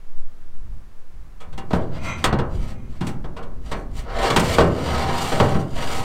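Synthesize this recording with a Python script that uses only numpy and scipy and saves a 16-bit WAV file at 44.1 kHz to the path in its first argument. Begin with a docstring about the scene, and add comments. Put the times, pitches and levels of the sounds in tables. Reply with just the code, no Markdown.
"""A heavy steel slide gate is worked down its rusty track by hand, outdoors on a farm.
From the start: quiet yard air (steady noise) and light wind on the microphone (swaying low noise).
From 1.4 s the plate knocks in its track (struck modes) and scuffs (streams of tiny blows on those modes).
At 2.1 s its edge squeaks (stick-slip pulses in resonances), again very faintly at 2.8 s.
From 4 s it grinds downward on the scuffs' mechanism, catching and banging to the end."""
import sys
import numpy as np
from scipy import signal
from scipy.fft import rfft, irfft, next_fast_len
from scipy.io import wavfile

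SR = 44100
rng = np.random.default_rng(int(sys.argv[2]) if len(sys.argv) > 2 else 0)


def write(x):
    x = np.atleast_2d(x).T
    wavfile.write(sys.argv[1], SR, np.round(np.clip(x, -1, 1) * 32767).astype(np.int16))


N = 266452
T = np.arange(N) / SR
RING_T = T[:SR]   # one second for each ring

# wind on the microphone: time_s, sway_db, rumble_db (before trim and gusts)
WIND = [(0.25, -16.5, -47.5), (0.7, -25, -45.5), (1.1, -24, -53.5), (1.7, -28, -48), (2.6, -24.5, -34),
        (2.9, -31, -43), (3.8, -22.5, -42.5), (4.1, -33.5, -43.5), (6.04, -18, -43.5)]
# wind rumble spectrum: freq_hz, relative_db_per_hz
WIND_COLOUR = [(8, -2), (22, 0.5), (40, -2), (70, -12), (130, -20), (300, -34.5), (1000, -84)]
# slow pressure swings, below hearing: freq_hz, relative_db_per_hz
SWAY_COLOUR = [(1, -15), (4, 0), (7, -2), (12, -18), (20, -45), (60, -110)]
# outdoor background spectrum: freq_hz, relative_db_per_hz
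YARD_COLOUR = [(47, -34), (80, 5), (186, 0.5), (316, -3.5), (422, -3.5), (629, -8.5), (1250, -8.5),
               (1460, -12), (1600, -11.5), (3000, -20), (7000, -25), (16000, -32)]
YARD_DB = -55

# strongest plate modes: freq_hz, level_db, t60_s
PLATE_MODES = [(85.3, -16.5, 0.63), (130.5, -4, 0.9), (155.3, 3.5, 0.14), (170.3, -4.5, 0.61),
               (212.7, -7.5, 0.59), (245.5, -9, 0.41), (346, -1.5, 0.39), (364.5, -1, 0.77),
               (461.8, 8, 0.2), (533, -8, 1), (578, 0, 0.64), (637, -2.5, 0.47), (780, 3, 0.39),
               (751, -1, 0.14), (800, -6, 0.16), (946, 4.5, 0.16), (1061, 0, 0.29), (1020, 3, 0.26),
               (1126, 9, 0.06), (1271, 5.5, 0.21), (1386, -20, 0.86), (1520, -4, 0.33), (1908, -7, 0.13),
               (2260, -12, 0.29), (2814, -8, 0.2), (3146, -5.5, 0.041), (3340, -6, 0.11), (4350, -20, 0.34),
               (5950, -19, 0.24)]
# crowd of weaker modes, also the crunch spectrum: freq_hz, level_db
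CROWD = [(70, -11), (200, -11), (300, -9.5), (470, -2.5), (700, -9), (860, -9), (1150, -7.5), (1650, -12),
         (2200, -19.5), (3400, -19), (6000, -26.5), (8500, -24.5), (10500, -35.5), (16000, -34)]
# decay of the crowd: freq_hz, t60_s
CROWD_T60 = [(70, 0.47), (300, 0.75), (1200, 0.49), (2500, 0.23), (5000, 0.13), (16000, 0.12)]
# registers of the plate, boom to edge: low_hz, high_hz
REGISTERS_HZ = [(65, 280), (280, 750), (750, 2000), (2000, 5500), (5500, 17000)]

# plate knocks on the track: time_s, strength_db, boom_re_strength_db, brightness_db_per_octave, seat_s
KNOCKS = [(1.401,-46,-6,2.5,0.016), (1.527,-49.5,-12,2,0.0021), (1.576,-38,3,2.2,0.0033),
          (1.706,-31.5,-3,-2,0.0018), (1.731,-22.5,7,-2.5,0.0012), (2.241,-20,-3,3.5,0.00022),
          (2.326,-23,5,-2.5,0.00062), (2.386,-26.5,-2,-1.55,0.0022), (3.007,-34,11,1,0.0055),
          (3.068,-43,18,5.5,0.0015), (3.241,-39,4.5,-1.8,0.0029), (3.364,-37.5,-4,-0.1,0.0078),
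          (3.425,-49.5,9.5,2.4,0.0054), (3.713,-30.5,0,1.5,0.0064), (4.226,-26,-11,1.4,0.013),
          (4.301,-21,-1,1.5,0.0023), (4.362,-17,1.5,2.5,0.00072), (4.394,-32,6,5.5,0.0024),
          (4.583,-12.5,-4.5,-2,0.00074), (4.607,-25.5,3,1.2,0.0014), (4.642,-35.5,18.5,-1,.001),
          (4.762,-33.5,5,-8,.0024), (5.317,-23.5,-3.5,-1,0.0043), (5.4,-15.5,-0.5,-1,0.00046),
          (5.429,-29.5,8.5,-5,0.0018), (5.547,-26.5,9,-4,0.00047)]
# average knock, above the boom: freq_hz, register_level_db
KNOCK_COLOUR = [(460, 0.5), (1200, -0.14), (3300, -7.5), (9700, -20.5)]
# main flexing tone, set by where the rails hold the plate: time_s, pitch_hz
FLEX = [(1.73, 170), (2.24, 133.8), (3.0, 174), (3.71, 179.4), (4.36, 150), (4.58, 171.2), (4.77, 167),
        (5.4, 131.6), (5.55, 174)]
PIVOT_HZ = 696   # brightness tilts a knock about this pitch
JOLT_HZ, JOLT_DB, JOLT_T60_S = 32, -7, 0.46   # low thud that a knock sends to the microphone
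KNOCK_TOP_HZ = 12500   # paint and rust dull the very top of a blow

# low rumble of the moving plate: time_s, level_db
RUMBLE = [(1.4, -60), (1.7, -34), (1.95, -28.5), (2.5, -31.5), (2.8, -38.5), (3.95, -41), (4.7, -22.5),
          (5.3, -28.5), (6.04, -31)]
# brief scuffs while the gate is lined up: start_s, length_s, grind_db, hiss_db
SCUFFS = [(1.741, .005, -43, -48), (1.78, 0.054, -43, -60), (1.938, 0.038, -35, -57),
          (2.041, .06, -35, -49), (2.188, 0.046, -39, -53.5), (2.52, 0.085, -47, -57.5),
          (2.631, 0.064, -41, -52.5), (2.919, 0.06, -48.5, -62), (3.078, .005, -40, -45),
          (3.659, 0.05, -44.5, -56.5), (3.762, 0.039, -55, -57.5), (3.976, 0.017, -38, -45)]
SCUFF_RISE_DB_PER_S, SCUFF_FALL_DB_PER_S = 350, 302
# long uneven slide down the track: time_s, grind_db, grit_hiss_db
SLIDE = [(4.04, -40.5, -83), (4.09, -29.5, -61), (4.2, -23.5, -45.5), (4.25, -17.5, -34), (4.3, -19.5, -40),
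         (4.36, -35, -42.5), (4.53, -20.5, -31.5), (4.69, -38.5, -52), (4.8, -27.5, -44.5), (4.9, -24, -43),
         (4.98, -20, -39.5), (5.11, -23, -43.5), (5.22, -24.5, -33), (5.53, -29, -44.5),
         (5.66, -50.5, -57.5), (5.79, -26.5, -42.5), (5.96, -27, -36.5), (6.04, -30.5, -41)]
# rail chatter under the sliding plate: time_s, pitch_hz
CHATTER = [(4.05, 606.7), (4.25, 671.5), (4.55, 537.4), (4.85, 604), (4.98, 760), (5.1, 894.4), (5.2, 805),
           (5.45, 720), (5.7, 575.2), (6.04, 943)]
# colour of the scrape: freq_hz, gain_db
SCRAPE_COLOUR = [(60, 0), (150, -1), (300, -5.5), (600, -8), (1200, -6.5), (2200, -0.5), (3500, -1.5),
                 (5500, -2.5), (8500, -3), (10500, -3.5), (13000, -3), (16000, -12)]

# dry squeaks of the edge: start_s, length_s, level_db, peak_slips_per_s
SQUEAKS = [(2.075, .04, -31.5, 150), (2.762, .11, -63.5, 430)]
# resonances of the squeaking edge: freq_hz, single_pass_width_hz, level_db
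SQUEAK_MODES = [(1060, 360, 4.5), (1330, 140, 5), (2110, 200, 8.5), (2422, 170, 6.5), (3170, 150, -3),
                (3900, 200, -7), (6100, 280, -5.5), (7600, 700, -16.5)]
SQUEAK_RISE_DB_PER_S, SQUEAK_FALL_DB_PER_S = 240, 115
SLIP_OCTAVES_PER_DB = 0.4   # slips slow down as the squeak weakens

CUTOFF_HZ = 15850


def from_db(db):
    """Decibels to gain."""
    return 10 ** (np.asarray(db) / 20)


def rms_one(x):
    """x scaled to unit rms."""
    return x / np.sqrt(np.mean(x ** 2) + 1e-20)


def in_time(rows):
    """The columns of a curve, sample by sample."""
    time_s, *columns = np.transpose(rows)
    return [np.interp(T, time_s, column) for column in columns]


def at_hz(points, hz):
    """A curve read on a log-frequency axis."""
    point_hz, value = np.transpose(points)
    return np.interp(np.log(np.maximum(hz, 1)), np.log(point_hz), value)


def coloured(x, spectrum):
    """x shaped by a smooth spectrum."""
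    size = next_fast_len(len(x) + 4096, True)
    gain = from_db(at_hz(spectrum, np.fft.rfftfreq(size, 1 / SR)))
    return irfft(rfft(x, size) * gain, size)[:len(x)]


def noise(spectrum, size=N):
    """Coloured noise of unit rms."""
    return rms_one(coloured(rng.standard_normal(size), spectrum))


def drift(rate_per_s):
    """Chance curve of unit rms: random points, rate_per_s of them a second, joined by lines."""
    return rms_one(np.interp(T * rate_per_s, np.arange(4096), rng.standard_normal(4096)))


def swell(start_s, length_s, rise_db_per_s, fall_db_per_s):
    """Rise, hold and fall of one rub, in dB below its top."""
    before_s = np.maximum(start_s - T, 0)
    after_s = np.maximum(T - start_s - length_s, 0)
    return -np.minimum(rise_db_per_s * before_s + fall_db_per_s * after_s, 120)


def decay(t60_s):
    """Exponential decay, 60 dB in t60_s."""
    return np.exp(-np.log(1000) * RING_T / t60_s)


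def dying_tone(hz, t60_s):
    """One struck sine, dying away."""
    return np.sin(2 * np.pi * hz * RING_T) * decay(t60_s)


def outdoors(gust_db=6.5, gusts_per_s=7.8, rumble_trim_db=6.0):
    """Quiet yard air, and lumpy wind pressure on the microphone."""
    sway_db, rumble_db = in_time(WIND)
    gusty_db = rumble_db + rumble_trim_db + gust_db * drift(gusts_per_s)
    rumble = from_db(gusty_db) * noise(WIND_COLOUR)
    sway = from_db(sway_db) * noise(SWAY_COLOUR)
    ease_in = np.minimum(T / .03, 1)
    return ease_in * (rumble + sway) + from_db(YARD_DB) * noise(YARD_COLOUR)


def plate_modes(count=420):
    """Every plate mode as a decaying sine; weak ones crowd in between the strong ones."""
    place = (np.arange(count) + rng.random(count)) / count
    crowd_hz = 70 + 16000 * place ** 2
    crowd = np.c_[crowd_hz, at_hz(CROWD, crowd_hz), at_hz(CROWD_T60, crowd_hz)]
    hz, db, t60_s = np.vstack([PLATE_MODES, crowd]).T[:, :, None].astype(np.float32)
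    t = RING_T.astype(np.float32)
    return from_db(db) * np.exp(-float(np.log(1000)) * t / t60_s) * np.sin(2 * np.pi * hz * t)


def touch(modes, crunch_db, crunch_t60_s, vary_db=4.0):
    """Response to one contact, by register: each spot weights the modes anew, and rust crunches under it."""
    signs = rng.choice([-1, 1], len(modes))
    weights = signs * from_db(vary_db * rng.standard_normal(len(modes)))
    ring = weights.astype(np.float32) @ modes
    crunch = from_db(crunch_db) * noise(CROWD, size=len(RING_T)) * decay(crunch_t60_s)
    bands = [signal.butter(3, edges_hz, "band", fs=SR, output="sos") for edges_hz in REGISTERS_HZ]
    return np.array([signal.sosfilt(band, ring + crunch) for band in bands])


def knocks(modes, flex_db=-0.9, flex_t60_s=0.4, boom_db=-1.5):
    """The plate swings against the track; edge-on blows are bright, flat ones boom, glancing ones seat slowly."""
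    out = np.zeros(N + len(RING_T))
    centres_hz = np.sqrt(np.prod(REGISTERS_HZ, axis=1))
    jolt = from_db(JOLT_DB) * dying_tone(JOLT_HZ, JOLT_T60_S)
    for time_s, strength_db, boom_re_strength_db, brightness_db_per_octave, seat_s in KNOCKS:
        tilt_db = brightness_db_per_octave * np.log2(centres_hz / PIVOT_HZ)
        register_db = at_hz(KNOCK_COLOUR, centres_hz) + tilt_db
        register_db[0] = boom_re_strength_db
        seating = 1 - np.exp(-RING_T / seat_s)
        response = touch(modes, crunch_db=13.5, crunch_t60_s=0.086) * seating
        # level each register over its first 25 ms
        response /= np.std(response[:, :SR // 40], axis=1, keepdims=True)
        # much of the boom is the whole plate flexing between the rails
        flex_hz = np.interp(time_s, *np.transpose(FLEX))
        flex = seating * dying_tone(flex_hz, flex_t60_s)
        response[0] = from_db(boom_db) * response[0] + from_db(flex_db) * flex
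        start = round(time_s * SR)
        blow = from_db(register_db) @ response + jolt
        out[start:start + len(RING_T)] += from_db(strength_db) * blow
    return signal.sosfilt(signal.butter(2, KNOCK_TOP_HZ, fs=SR, output="sos"), out[:N])


def friction():
    """Force of the rubbing in each register: a few scuffs, then the long slide."""
    lead_in_db = swell(SLIDE[0][0], N / SR, SCUFF_RISE_DB_PER_S, SCUFF_FALL_DB_PER_S)
    grind_db, hiss_db = in_time(SLIDE) + lead_in_db
    for start_s, length_s, scuff_grind_db, scuff_hiss_db in SCUFFS:
        shape_db = swell(start_s, length_s, SCUFF_RISE_DB_PER_S, SCUFF_FALL_DB_PER_S)
        grind_db = np.maximum(grind_db, scuff_grind_db + shape_db)
        hiss_db = np.maximum(hiss_db, scuff_hiss_db + shape_db)
    rumble_db, = in_time(RUMBLE)
    return from_db([rumble_db, grind_db, grind_db, (grind_db + hiss_db) / 2, hiss_db])


def chatter(catches, half_width_hz=110):
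    """The catches set the rail chattering in a narrow band that moves with the contact."""
    pitch_hz, = in_time(CHATTER)
    lowpass = signal.butter(2, half_width_hz, fs=SR, output="sos")
    envelope = signal.sosfilt(lowpass, catches)
    return rms_one(envelope * np.cos(2 * np.pi * np.cumsum(pitch_hz) / SR))


def scrape(modes, catches_per_s=5000, size_db=4.0, judder_db=1.5, judders_per_s=55,
           shift_db=5.5, shifts_per_s=14, chatter_db=-13, spots=4):
    """Rust grains catch and let go at a few high spots; the uneven stream of tiny blows rings the plate."""
    force = friction() * from_db(judder_db * drift(judders_per_s))
    # the load keeps shifting from spot to spot, and each spot has its own colour
    loads = from_db([shift_db * drift(shifts_per_s) for _ in range(spots)])
    moving = T > RUMBLE[0][0]
    out = 0
    for load in loads / np.linalg.norm(loads, axis=0):
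        spread_db = size_db * np.minimum(rng.exponential(1, N), 4)
        sizes = rng.standard_normal(N) * from_db(spread_db)
        catches = rms_one(sizes * (rng.random(N) < catches_per_s / SR))
        drive = load * (catches + from_db(chatter_db) * chatter(catches)) * moving
        response = touch(modes, crunch_db=22.0, crunch_t60_s=0.048, vary_db=4.5)
        response /= np.linalg.norm(response, axis=1, keepdims=True)
        rung = signal.fftconvolve(np.float32(drive * force), np.float32(response), axes=1)
        out = out + rung.sum(0)[:N]
    return coloured(out, SCRAPE_COLOUR)


def squeak(jitter=0.15, jitters_per_s=220, uneven_db=4.0, rasp=0.11):
    """The dry edge sticks and slips in quick uneven steps, faster as it presses harder."""
    total = 0
    for start_s, length_s, level_db, peak_slips_per_s in SQUEAKS:
        shape_db = swell(start_s, length_s, SQUEAK_RISE_DB_PER_S, SQUEAK_FALL_DB_PER_S)
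        slips_per_s = peak_slips_per_s * 2 ** (SLIP_OCTAVES_PER_DB * np.maximum(shape_db, -20))
        uneven_rate = slips_per_s * np.exp(jitter * drift(jitters_per_s))
        steps = np.floor(np.cumsum(uneven_rate) / SR)
        slips = np.diff(steps, prepend=0) * from_db(uneven_db * rng.standard_normal(N))
        slips = slips + rasp * rng.standard_normal(N)
        out = 0
        for hz, width_hz, db in SQUEAK_MODES:
            # each resonance acts twice, which leaves deep valleys between them
            b, a = signal.iirpeak(hz, hz / width_hz, fs=SR)
            out = out + from_db(db) * signal.lfilter(b, a, signal.lfilter(b, a, slips))
        total = total + rms_one(out) * from_db(level_db + shape_db)
    return total


def scene():
    """The gate close by, in open air; knocks and scraping ring the same plate."""
    modes = plate_modes()
    return (outdoors() + knocks(modes) + scrape(modes) + squeak())[None]


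def record(dry):
    """The loudest peaks are rounded and the top is cut."""
    rounded = dry / (1 + np.abs(dry / .95) ** 6) ** (1 / 6)
    lowpass = signal.ellip(12, .1, 90, CUTOFF_HZ, fs=SR, output="sos")
    return signal.sosfilt(lowpass, rounded)


dry = scene()
out = record(dry)
write(out)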